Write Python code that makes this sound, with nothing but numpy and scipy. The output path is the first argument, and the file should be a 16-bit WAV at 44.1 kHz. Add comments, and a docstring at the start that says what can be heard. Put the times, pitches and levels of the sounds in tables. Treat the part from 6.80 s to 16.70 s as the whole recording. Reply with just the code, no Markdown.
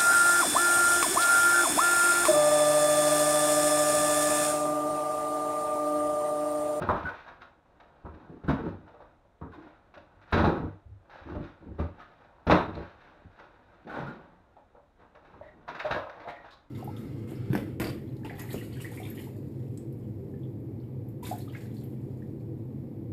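"""Prying old boards off a wall

Old boards are pried off a wall, knocked about and dragged in a bare room under renovation.
Modal synthesis: knocks, thumps and scrapes drive one set of decaying timber modes; filtered noise
adds cracks and grit. Squeaks ring single resonances, and noise tails make the room's reflections.
A closed microphone housing adds one treble resonance."""
import sys
import numpy as np
from scipy import signal
from scipy.fft import rfft, irfft, next_fast_len
from scipy.io import wavfile
from scipy.ndimage import uniform_filter1d

SR = 44100
rng = np.random.default_rng(int(sys.argv[2]) if len(sys.argv) > 2 else 0)


def file_out(sig):
    """Save sig as 16-bit WAV at sys.argv[1]."""
    # one column per channel
    cols = np.atleast_2d(sig).T
    # limit, then scale
    lim = np.clip(cols, -1, 1)
    pcm = np.round(lim * 32767).astype(np.int16)
    wavfile.write(sys.argv[1], SR, pcm)


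def invert_db(level):
    """Linear amplitude ratio for a level in decibels (20 dB per decade), elementwise."""
    return 10 ** (np.asarray(level, dtype=float) / 20)


N = 436590

# Knocks on the boards: (time [s], strength [dB], pitch of the struck spot [Hz],
# crack [dB re strength], after-shudder [dB re strength])
KNOCKS = [(0.012, -30, 640, -15, -3), (0.017, -30, 1520, -12, -1), (0.089, -15, 1110, -20.5, -1),
          (0.226, -32, 1140, -14, -8), (0.267, -25, 1510, -25, -17.5), (0.288, -29, 1620, -14, -7),
          (0.463, -40.5, 1540, -10, 4), (0.478, -39, 1750, -8, -6), (0.515, -53, 1510, -18, -12),
          (0.615, -46.5, 1420, -1, 0), (0.998, -56, 584, -1, 9), (1.25, -42.5, 950, -17.5, 1.5),
          (1.337, -54.5, 503, -5, 2.5), (1.636, -51.5, 600, -1, 10), (1.684, -25, 1390, -14, -8),
          (1.696, -23.5, 870, -17, -6.5), (1.75, -35.5, 1550, -22, -16), (1.879, -37.5, 774, -21, -19),
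          (2.075, -56, 805, -4, -12), (2.141, -48.5, 540, -16, 1), (2.203, -43.5, 714, -15, -1.5),
          (2.448, -56.5, 596, -44, -13), (2.615, -41.5, 1100, -24, 2), (2.782, -52, 900, -15, -1),
          (2.82, -55, 850, -3, -3), (2.845, -53, 1300, -12, -5), (3.139, -45, 1200, -3.5, -6),
          (3.172, -42.5, 600, -8, -17), (3.413, -62.5, 676, 10, -12), (3.524, -19.5, 1460, -3.5, -1),
          (3.548, -35, 1200, 1.5, -11), (3.578, -35, 1000, -4, -3), (3.6, -28, 900, -13, 1.5),
          (3.642, -19.5, 870, -11.5, -1), (3.662, -29, 1350, -12, 4.5), (3.708, -41, 1200, -19, -5),
          (3.733, -38, 800, -16, -9), (3.69, -29, 890, -24.5, 1), (4.296, -45, 1270, -6.5, -10),
          (4.469, -49, 563, -20, -3), (4.548, -35.5, 560, -17, -1.5), (4.634, -49, 1200, -12, 3),
          (4.604, -49, 593, -7, -10), (4.992, -38.5, 530, -10, -9), (5.017, -52, 600, -18, -10),
          (5.235, -52.5, 1380, -7.5, -4), (5.312, -54, 626, -3.5, -14), (5.667, -28.5, 710, -3, 1),
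          (5.698, -13, 900, -8, 0.5), (5.707, -28.5, 1300, 3.5, -8), (5.715, -14, 930, -23, -8.5),
          (5.745, -21.5, 930, -27, 0), (5.96, -38, 500, -27, -9), (6.59, -45.5, 1360, -4, -2.5),
          (7.069, -47, 800, -2, 2), (7.167, -40, 900, -8, -8), (7.19, -35, 1500, -11, -8),
          (7.767, -49, 742, -19, -10), (7.784, -52.5, 566, -28.5, -9.5), (7.949, -49, 620, -26.5, 0),
          (7.978, -51, 570, -30, -7), (8.198, -59.5, 567, -1.5, -10), (8.347, -48, 535, -5.5, 2),
          (8.447, -51.5, 850, -3, -6), (8.528, -61, 1030, -10, 11), (8.61, -35.5, 610, -34, -16),
          (8.878, -33, 1300, -4.5, -14), (8.885, -33.5, 1000, -12.5, -12), (8.946, -38.5, 1110, 2, 0),
          (8.992, -32, 1450, -1, -12), (9.005, -38, 700, -9, -13), (9.045, -27, 670, -16.5, -3),
          (9.063, -28.5, 740, -13, -10), (9.108, -23.5, 690, -4.5, -9.5), (9.16, -26, 666, -35, 0.5),
          (9.254, -45, 620, -27, 8), (9.292, -40.5, 555, -3.5, -4), (9.398, -44.5, 544, -4, -1),
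          (9.476, -29, 740, -21, -18), (9.644, -44, 845, -8.5, -26.5)]
# Thumps of timber into frame and floor: (time [s], strength [dB], deep thud [dB re strength],
# after-shudder [dB re strength], shudder t60 [s])
THUMPS = [(0.011, -25.5, -4.5, -0.5, 0.31), (0.085, -23.5, 1, 4, 0.28), (0.24, -30, -2, -9.5, 0.2),
          (0.267, -48, -12, -13, 0.18), (1.239, -41, 6.5, 4.5, 0.3), (1.333, -40.5, 2.5, -3.5, 0.38),
          (1.494, -36, -8, -3.5, 0.38), (1.532, -38, -10, -5.5, 0.22), (1.637, -31.5, 1, 1, 0.27),
          (1.682, -12, -11, -16, 0.19), (1.697, -13.5, -5.5, -21, 0.19), (1.8, -34, 2, -5, 1),
          (2.613, -29.5, 1, -3, 0.35), (2.739, -54, -22, 7.5, 0.37), (3.362, -67.5, 20, -31, 0.24),
          (3.528, -17, 4, 2.5, 0.4), (3.59, -24, 1.5, 5, 0.3), (3.715, -27, -2, 4, 0.27),
          (3.545, -28, 5, -10, 0.33), (3.635, -18.5, -9, 4.5, .3), (3.66, -18, -12, 3, 0.32),
          (3.759, -32, -1, -3, 0.25), (3.829, -24.5, -5.5, 5, 0.12), (4.055, -60, 23.5, -2, 0.38),
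          (4.11, -60, 23, -6, 0.15), (4.41, -53, 8, -2, 0.2), (4.453, -35.5, 0, -1.5, 0.41),
          (4.509, -40, 5.5, 5.5, 0.37), (4.547, -35.5, 4.5, 6.5, 0.3), (4.605, -28.5, -7, -8, 0.16),
          (4.806, -47, -2, 6.5, 0.37), (4.86, -34, -4, -2.5, 0.35), (4.885, -48, 11.5, 6, 0.48),
          (4.992, -29, 3.5, -6, 0.31), (5.017, -32, 4, 1, 0.29), (5.667, -21.5, 1, 2.5, 0.51),
          (5.699, -16.5, -9, 3.5, 0.3), (5.747, -19, -10, -5, 0.12), (5.87, -38, 5, 4, 0.45),
          (5.959, -35, 0.5, 8, 0.21), (6.0, -40.5, 1, -3, 0.16), (6.098, -60, 5, 1, 0.18),
          (6.448, -43.5, 3.5, -20, 0.26), (7.049, -42.5, -12, 4, 0.68), (7.162, -39, -7, 2, .3),
          (7.282, -31.5, -21.5, 2.5, 0.22), (8.531, -49, 1.5, -2, 0.96), (8.697, -61, 1, 3, .6),
          (8.883, -47, -34, 6.5, 0.41), (9.048, -44, -20, 1, .15), (9.107, -35, 2, 7, 0.17)]
# Scrapes, drags and creaks: (start [s], length [s], top [dB], heft [dB re top], grit [dB re top])
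SCRAPES = [(0.14, 0.2, -49, -7, 5.5), (0.31, 0.32, -57, -2, 11), (0.6, 0.068, -50.5, -4, -2),
           (1.33, 0.42, -52.5, 3.5, -9), (1.74, 0.3, -41.5, 11, -11), (1.839, 0.14, -42.5, 15, -5),
           (2.05, 0.17, -47, -19, -11), (2.699, 0.27, -54, -4, -2), (2.81, 0.29, -52.5, -17, -4),
           (3.13, 0.19, -54, 5.5, -15), (3.451, 0.5, -51, -1, 5.5), (3.54, 0.2, -23, -7, -6),
           (3.64, 0.12, -28.5, 7, -14), (3.719, 0.22, -34, 7.5, -15.5), (4.29, 0.32, -46.5, -10.5, -1.5),
           (4.44, 0.3, -41.5, -3, -7.5), (4.612, 0.17, -57, -3, 10.5), (4.98, 0.11, -32.5, 9.5, -11.5),
           (5.155, 0.21, -52.5, -5, 3.5), (5.35, 0.35, -58, -18, -4), (5.72, 0.42, -34.5, 2, -16),
           (5.9, 0.43, -45.5, -16, -1), (6.141, 0.57, -59, -3.5, 3.5), (6.5, 0.54, -57, 0, 1.5),
           (6.82, 0.6, -64, -5, 1.5), (7.062, 0.54, -37, 1.5, -7.5), (8.15, 0.33, -55, -3.5, -9),
           (8.35, 0.71, -55.5, 0, -4.5), (8.66, 0.56, -61, 7.5, -18), (8.869, 0.11, -42, -11, -2.5),
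           (9.094, 0.17, -33.5, -7, 0.5), (9.27, 0.73, -44.5, -9.5, -7.5), (9.47, 0.3, -57, -26, -25),
           (9.63, 0.18, -59.5, -17, 8)]
# Short squeaks and scuffs: (start [s], length [s], pitch [Hz], ring t60 [s], level [dB])
SQUEAKS = [(0.25, 0.024, 1500, 0.057, -39), (0.3, 0.039, 933, 0.06, -47),
           (1.677, 0.033, 1490, 0.021, -39.5), (1.708, 0.043, 231, 0.038, -30),
           (5.699, 0.09, 3710, 0.006, -59), (0.017, 0.014, 1600, 0.038, -44.5),
           (5.178, 0.018, 760, 0.034, -55), (5.195, 0.025, 1260, 0.03, -53),
           (5.21, 0.015, 1700, 0.02, -57.5), (2.715, 0.04, 1500, 0.02, -56),
           (2.73, 0.032, 970, 0.022, -54.5), (2.778, 0.03, 315, 0.04, -48), (2.83, 0.039, 314, 0.04, -52.5),
           (4.995, 0.031, 1200, 0.026, -47.5), (4.46, 0.199, 316, 0.05, -47.5),
           (3.8, 0.08, 162, 0.11, -36.5), (7.09, 0.12, 1460, 0.02, -46), (7.26, 0.044, 1420, 0.023, -47),
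           (7.075, 0.06, 770, 0.044, -49.5), (7.135, 0.1, 880, 0.029, -44.5),
           (7.192, 0.083, 168, 0.19, -38.5), (9.042, 0.026, 700, 0.01, -39),
           (9.134, 0.022, 1650, 0.032, -41.5), (9.153, 0.034, 590, 0.016, -40),
           (9.72, 0.016, 1110, 0.029, -52.5), (3.641, 0.023, 4060, 0.0058, -56),
           (5.948, 0.0049, 4130, 0.0078, -58.5), (8.622, 0.07, 1880, 0.022, -61),
           (9.478, 0.03, 1930, 0.006, -48), (9.56, 0.018, 1900, 0.032, -56), (9.45, 0.085, 700, 0.2, -49),
           (9.703, 0.036, 4160, 0.0018, -66)]
# Hands and feet moving among the boards: (time [s], level [dB])
HANDLING = [(0, -40), (.75, -67.5), (1.2, -60.5), (2.3, -61.5), (2.42, -72.5), (3.1, -63.5), (3.9, -57.5),
            (4.1, -78), (4.3, -60.5), (5.6, -60), (6.9, -60), (7.5, -65.5), (7.9, -67.5), (8.1, -75),
            (8.8, -63), (9.7, -64.5), (9.9, -103)]
# Handling's share in each group: (thud [dB], body [dB], board [dB], edge [dB], grit [dB])
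HANDLING_SHARE_DB = [-4.5, -3.5, 1.5, -2, -7]
# Timber and floor modes: (frequency [Hz], level [dB], t60 [s])
TIMBER = [(49.7, -5.5, 0.1), (60, -20, 0.19), (76.7, 3.5, 0.14), (99.2, -1, 0.23), (161.7, 1.5, 0.1),
          (244, 1.5, 0.032), (266.8, -1.5, 0.1), (301.8, -1.5, 0.05), (449.9, -1.5, 0.018),
          (456, -5, 0.079), (563, 7, 0.035), (604.6, 6.5, 0.056), (716, 7, 0.019), (797, 9, 0.017),
          (804.3, 11.5, 0.021), (951, 6.5, 0.026), (1081, 7.5, 0.012), (1270, 6.5, 0.012),
          (1257, 3.5, 0.021), (1445, -2.5, 0.015), (1605, -3.5, 0.023), (1920, -14, 0.023),
          (2215, -21.5, 0.059), (2420, -23.5, 0.18)]
# Frequencies that part the modes into groups: (thud to body [Hz], body to board [Hz], board to edge [Hz])
GROUP_EDGES_HZ = [130, 450, 1000]
# Gain of all blows by group: (thud [dB], body [dB], board [dB], edge [dB], crack [dB])
BLOW_GAIN_DB = [-7, -6, -5.5, -4.5, 7]
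# Gain of all rubbing by group: (thud [dB], body [dB], board [dB], edge [dB], grit [dB])
RUB_GAIN_DB = [-7, -4.5, -9, -6, 2.5]
# What a knock passes on to the low groups: (thud [dB re strength], body [dB re strength])
KNOCK_LOW_DB = [-32.5, -23.5]
# Spectral shape of crack and grit: (frequency [Hz], relative density [dB per Hz])
CRACK_SPECTRUM = [(1500, 7), (2000, -6.5), (2600, -9.5), (3200, -19), (4200, -23.5), (4900, -25.5),
                  (6000, -28.5), (7500, -44.5), (9000, -62), (15000, -76.5)]
# Spectral shape of the air of the house: (frequency [Hz], relative density [dB per Hz])
AIR_SPECTRUM = [(15, 3.5), (25, 15.5), (61, 6.5), (204, -5.5), (297, -2.5), (410, -9), (722, -7.5),
                (1530, -18.5), (1950, -21), (3170, -31.5), (3830, -38), (6550, -36.5), (15500, -49)]
# Decay of the room's reflections: (frequency [Hz], t60 [s])
ROOM_T60 = [(60, 0.3), (250, 0.2), (1000, 0.34), (4000, 0.39), (12000, 0.096)]

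AIR_DB = -62
ROOM_DB, ROOM_LOW_HZ, SPOT_CHANGE_S = -7, 117, 0.12
HOUSING_HZ, HOUSING_WIDTH_HZ, HOUSING_DB = 3780, 450, 8
BASS_CUT_HZ = 43
FIZZ_HZ, FIZZ_DB = 6460, -24.5
JUDDER_HZ = 29
THUMP_HIGH_DB = -31   # what a thump passes on to the boards, and again from them to the crack
HEAVY_RATTLE_DB = -7.5   # heavy timber feels mostly the first contact
CRACK_RISE_S = 0.002   # time constant of each of two smoothing stages
SHUDDER_RISE_S, KNOCK_SHUDDER_T60_S, THUMP_RISE_S = 0.012, 0.24, 0.016
# Knock shudder: gain at the spot's pitch, loss away from it, grit beyond the crack
SHUDDER_SPOT_DB, SHUDDER_DB_PER_OCTAVE, SHUDDER_GRIT_DB = 1, 4, -10
SCRAPE_RISE_SHARE, SCRAPE_FALL_DB = 0.2, 29.5   # share of the length; fall from the top to the end
SCRAPE_THUD_DB, SCRAPE_EDGE_DB = -9.5, -3   # thud re heft, edge re top

MODES_HZ = np.array(TIMBER)[:, 0]
MODE_GROUP = np.searchsorted(GROUP_EDGES_HZ, MODES_HZ)   # 0 thud, 1 body, 2 board, 3 edge
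RUB_GROUP = np.r_[MODE_GROUP, 4]   # every mode, then grit
RUB_TIME_S = np.arange(0, N + 40, 40) / SR   # slow time grid for rubbing strength


def rms_one(x):
    """Power normalisation: scale to rms 1."""
    return x / np.sqrt(np.mean(x ** 2) + 1e-20)


def at_hz(points, hz):
    """Logarithmic frequency scale: read a (Hz, value) table between its points."""
    return np.interp(np.log(hz), np.log(np.array(points)[:, 0]), np.array(points)[:, 1])


def coloured(x, spectrum):
    """Spectral shaping: weight each frequency, keeping the rms of white noise."""
    size = next_fast_len(len(x))
    hz = np.arange(size // 2 + 1) * SR / size + 1
    gain = invert_db(at_hz(spectrum, hz))
    return irfft(rfft(x, size) * rms_one(gain), size)[:len(x)]


def ring(force, hz, t60):
    """Damped resonance: a unit click sets off a sine decaying from height 1."""
    r, w = invert_db(-60 / (t60 * SR)), 2 * np.pi * hz / SR
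    return signal.lfilter([0, np.sin(w)], [1, -2 * r * np.cos(w), r * r], force + 1e-18)


def slips(per_s, spread_db, judder_db):
    """Stick-slip friction: random clicks of uneven size that come in clumps, rms 1."""
    sizes = invert_db(spread_db * np.minimum(rng.exponential(1, N), 5)) * rng.choice([-1, 1], N)
    slow = signal.butter(2, JUDDER_HZ, fs=SR)
    judder = rms_one(signal.lfilter(*slow, rng.standard_normal(N)))
    occurs = rng.random(N) < per_s / SR
    return rms_one(sizes * invert_db(judder_db * judder) * occurs)


def handling_power():
    """Continuous friction: hands and feet rub every mode at a slowly varying level."""
    level_db = np.interp(RUB_TIME_S, *np.transpose(HANDLING))
    return invert_db(level_db + np.array(HANDLING_SHARE_DB)[RUB_GROUP][:, None]) ** 2


def timber_modes(at, sizes, spot_hz, blow_db, rubbing):
    """Modal superposition: contacts and slips drive the same damped timber modes."""
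    caught = slips(per_s=1300.0, spread_db=3.0, judder_db=0.5)
    place_db = 2 * rng.standard_normal((len(spot_hz), len(TIMBER)))   # each spot favours other modes
    out = np.zeros(N)
    for k, (hz, level_db, t60) in enumerate(TIMBER):
        group = MODE_GROUP[k]
        # Steady drive piles up: scale it so that a group's modes share unit power before their levels
        share = np.sqrt(4 * np.log(1000) / (t60 * SR * np.sum(MODE_GROUP == group)))
        force = share * rubbing[k] * caught
        # Board and edge modes weaken by octaves away from the spot's pitch
        away_db = -13.0 * np.abs(np.log2(hz / spot_hz)) * (hz > GROUP_EDGES_HZ[1])
        later = np.arange(sizes.shape[1]) > 0
        felt = sizes * invert_db(HEAVY_RATTLE_DB * later * (group < 2))
        np.add.at(force, at, felt * invert_db(blow_db[:, group] + place_db[:, k] + away_db)[:, None])
        soft = signal.butter(2, 3.1 * hz, fs=SR)   # wood yields: no contact is a sharp click
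        out += (-1) ** k * invert_db(level_db) * ring(signal.lfilter(*soft, force), hz, t60)
    return out


def grit(strength):
    """Friction noise: dense fine slips follow the strength of the rubbing."""
    return strength * slips(per_s=6400.0, spread_db=1.5, judder_db=1.8)


def room(x, count=5):
    """Diffuse reverberation: octave noise tails swell and die; the work moves, so their pattern changes."""
    t, out = np.arange(SR) / SR, np.zeros(N)
    spot = np.arange(N) / SR / SPOT_CHANGE_S
    for k in range(count):
        tail = 0
        for low in 30 * 2.0 ** np.arange(9):
            octave = signal.butter(2, [low, 2 * low], "band", fs=SR, output="sos")
            band = signal.sosfilt(octave, rng.standard_normal(SR))
            tail = tail + band * invert_db(-60 * t / at_hz(ROOM_T60, low * np.sqrt(2)))
        swell = 1 - np.exp(-t / 0.0081)
        tail = signal.lfilter(*signal.butter(1, ROOM_LOW_HZ, "high", fs=SR), tail * swell)
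        distance = np.abs((spot - k + count / 2) % count - count / 2)
        here = np.sqrt(np.clip(1 - distance, 0, 1))   # equal-power crossfade between spots
        out += signal.fftconvolve(x * here, tail / np.sqrt(np.sum(tail ** 2)))[:N]
    return out


def house_air():
    """Stationary noise: white noise shaped into the quiet air of the house."""
    return invert_db(AIR_DB) * coloured(rng.standard_normal(N), AIR_SPECTRUM)


def thump_blows():
    """Impact of heavy timber: most force goes low. Gives times, pitches and group levels."""
    s, db, deep_db, _, _ = np.transpose(THUMPS)
    high_db = db + THUMP_HIGH_DB
    levels_db = np.c_[db + deep_db, db, high_db, high_db, high_db + THUMP_HIGH_DB]
    return s, 0 * s + GROUP_EDGES_HZ[1], levels_db + BLOW_GAIN_DB


def shudder(s, rise_s, t60):
    """Transient vibration: rubbing swells in quickly after a blow, then dies exponentially."""
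    since = np.clip(RUB_TIME_S - s, 0, None)
    return np.minimum(since / rise_s, 1) * invert_db(-60 * since / t60)


def thump_shudder_power():
    """Forced rubbing after a thump: only the thud and body modes take it up."""
    power = np.zeros((len(RUB_GROUP), len(RUB_TIME_S)))
    low = RUB_GROUP < 2
    for s, db, deep_db, after_db, t60 in THUMPS:
        level_db = db + after_db + np.where(RUB_GROUP[low] == 0, deep_db, 0)
        power[low] += (invert_db(level_db)[:, None] * shudder(s, THUMP_RISE_S, t60)) ** 2
    return power


def knock_blows():
    """Impact on a board: a weak share passes to the low modes. Gives times, pitches and group levels."""
    s, db, hz, crack_db, _ = np.transpose(KNOCKS)
    levels_db = np.c_[db + KNOCK_LOW_DB[0], db + KNOCK_LOW_DB[1], db, db, db + crack_db]
    return s, hz, levels_db + BLOW_GAIN_DB


def contacts(s, rattle_s, spread_db, count=10):
    """Repeated impact: a blow rattles, weaker towards its end. 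Gives sample positions and signed sizes."""
    chance = rng.random((len(s), 3, count))
    later = chance[:, 0] * (np.arange(count) > 0)
    at = ((s[:, None] + later * rattle_s) * SR).astype(int)
    heights = invert_db(-spread_db * (chance[:, 1] + later + 0.6) * (later > 0))
    signs = np.where(later > 0, np.sign(chance[:, 2] - 0.5), -1)   # the first contact is always inward
    return np.minimum(at, N - 1), heights * signs


def cracks(at, sizes, crack_db):
    """Fracture noise: fibres give way over a few ms, a decaying burst of dense clicks."""
    snaps = np.zeros(N)
    np.add.at(snaps, at, np.abs(sizes) * invert_db(crack_db)[:, None])
    hold = np.exp(-1 / (CRACK_RISE_S * SR))
    yielding = signal.lfilter([1 - hold], [1, -hold], snaps)
    tearing = signal.lfilter([0.015], [1, -hold], yielding)
    envelope = signal.lfilter([1], [1, -invert_db(-60 / (0.02 * SR))], tearing)
    return envelope * slips(per_s=8000.0, spread_db=2.5, judder_db=0.65)


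def knock_shudder_power():
    """Forced rubbing after a knock: board and edge modes near the spot's pitch shudder most."""
    power = np.zeros((len(RUB_GROUP), len(RUB_TIME_S)))
    for s, db, hz, crack_db, after_db in KNOCKS:
        loss_db = -SHUDDER_DB_PER_OCTAVE * np.abs(np.log2(MODES_HZ / hz))
        near_db = np.where(MODES_HZ > GROUP_EDGES_HZ[1], loss_db, -99)
        level_db = db + after_db + np.r_[near_db + SHUDDER_SPOT_DB, crack_db + SHUDDER_GRIT_DB]
        power += (invert_db(level_db)[:, None] * shudder(s, SHUDDER_RISE_S, KNOCK_SHUDDER_T60_S)) ** 2
    return power


def squeaks():
    """Friction-driven resonance: uneven slipping rings one mode during the stroke, then stops short."""
    t, out = np.arange(N) / SR, np.zeros(N)
    for s, length, hz, t60, level_db in SQUEAKS:
        rise = np.clip((t - s) / 0.0056, 0, 1)
        fade = np.exp(-np.clip(t - s - length, 0, 1) / 0.0066)
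        out += invert_db(level_db) * rise * fade * rms_one(ring(rng.standard_normal(N), hz, t60))
    return out


def scrape_power():
    """Sliding friction: each stroke rises to its top, then falls evenly in dB."""
    power = np.zeros((len(RUB_GROUP), len(RUB_TIME_S)))
    for s, length, db, heft_db, grit_db in SCRAPES:
        along = np.clip(RUB_TIME_S - s, 0, None) / length
        fall = (along - SCRAPE_RISE_SHARE) / (1 - SCRAPE_RISE_SHARE)
        stroke = np.minimum(along / SCRAPE_RISE_SHARE, invert_db(-SCRAPE_FALL_DB * fall))
        group_db = np.array([heft_db + SCRAPE_THUD_DB, heft_db, 0, SCRAPE_EDGE_DB, grit_db])
        power += (invert_db(db + group_db[RUB_GROUP])[:, None] * stroke) ** 2
    return power


def rub_strength():
    """Incoherent addition: handling, shudders and scrapes add in power for each mode and the grit."""
    power = handling_power() + thump_shudder_power() + knock_shudder_power() + scrape_power()
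    t = np.arange(N) / SR
    return [invert_db(RUB_GAIN_DB[g]) * np.interp(t, RUB_TIME_S, np.sqrt(p)) for p, g in zip(power, RUB_GROUP)]


def boards():
    """Excitation and response: blows and rubbing drive the modes; crack and grit lie above them."""
    thumps, knocks = thump_blows(), knock_blows()
    s, spot_hz, blow_db = [np.concatenate(pair) for pair in zip(thumps, knocks)]
    rubbing = rub_strength()
    at, sizes = contacts(s, rattle_s=0.025, spread_db=7.5)
    ringing = timber_modes(at, sizes, spot_hz, blow_db, rubbing)
    rough = cracks(at, sizes, blow_db[:, 4]) + grit(rubbing[-1])
    treble = signal.sosfilt(signal.butter(4, 1500, "high", fs=SR, output="sos"), rough)
    return ringing + coloured(treble, CRACK_SPECTRUM)


def scene():
    """Superposition: boards and squeaks, their reflections and the quiet air of the house."""
    wood = boards() + squeaks()
    return (wood + invert_db(ROOM_DB) * room(wood) + house_air())[None]


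def housing(dry):
    """Port resonance: the microphone housing lifts a narrow treble band; the deepest bass is cut."""
    r, w = np.exp(-np.pi * HOUSING_WIDTH_HZ / SR), 2 * np.pi * HOUSING_HZ / SR
    port = signal.lfilter([(1 - r * r) / 2, 0, (r * r - 1) / 2], [1, -2 * r * np.cos(w), r * r], dry)
    bass_cut = signal.butter(2, BASS_CUT_HZ, "high", fs=SR, output="sos")
    return signal.sosfilt(bass_cut, dry + invert_db(HOUSING_DB) * port)


def fizz(heard):
    """Amplitude modulation: faint high noise follows the short-term rms of the sound's slope."""
    loudness = np.sqrt(uniform_filter1d(np.diff(heard, prepend=0) ** 2, size=1200) + 1e-18)
    high = signal.butter(4, FIZZ_HZ, "high", fs=SR, output="sos")
    return invert_db(FIZZ_DB) * signal.sosfilt(high, loudness * rng.standard_normal(N))


def low_pass(x):
    """Removes everything above the highest recorded frequency."""
    return signal.sosfilt(signal.butter(12, 15710, fs=SR, output="sos"), x)


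def record(dry):
    """Signal chain: the housing colours the sound, and a faint fizz rides on it."""
    heard = housing(dry)
    mix = heard + fizz(heard)
    return low_pass(mix)


dry = scene()
out = record(dry)
file_out(out)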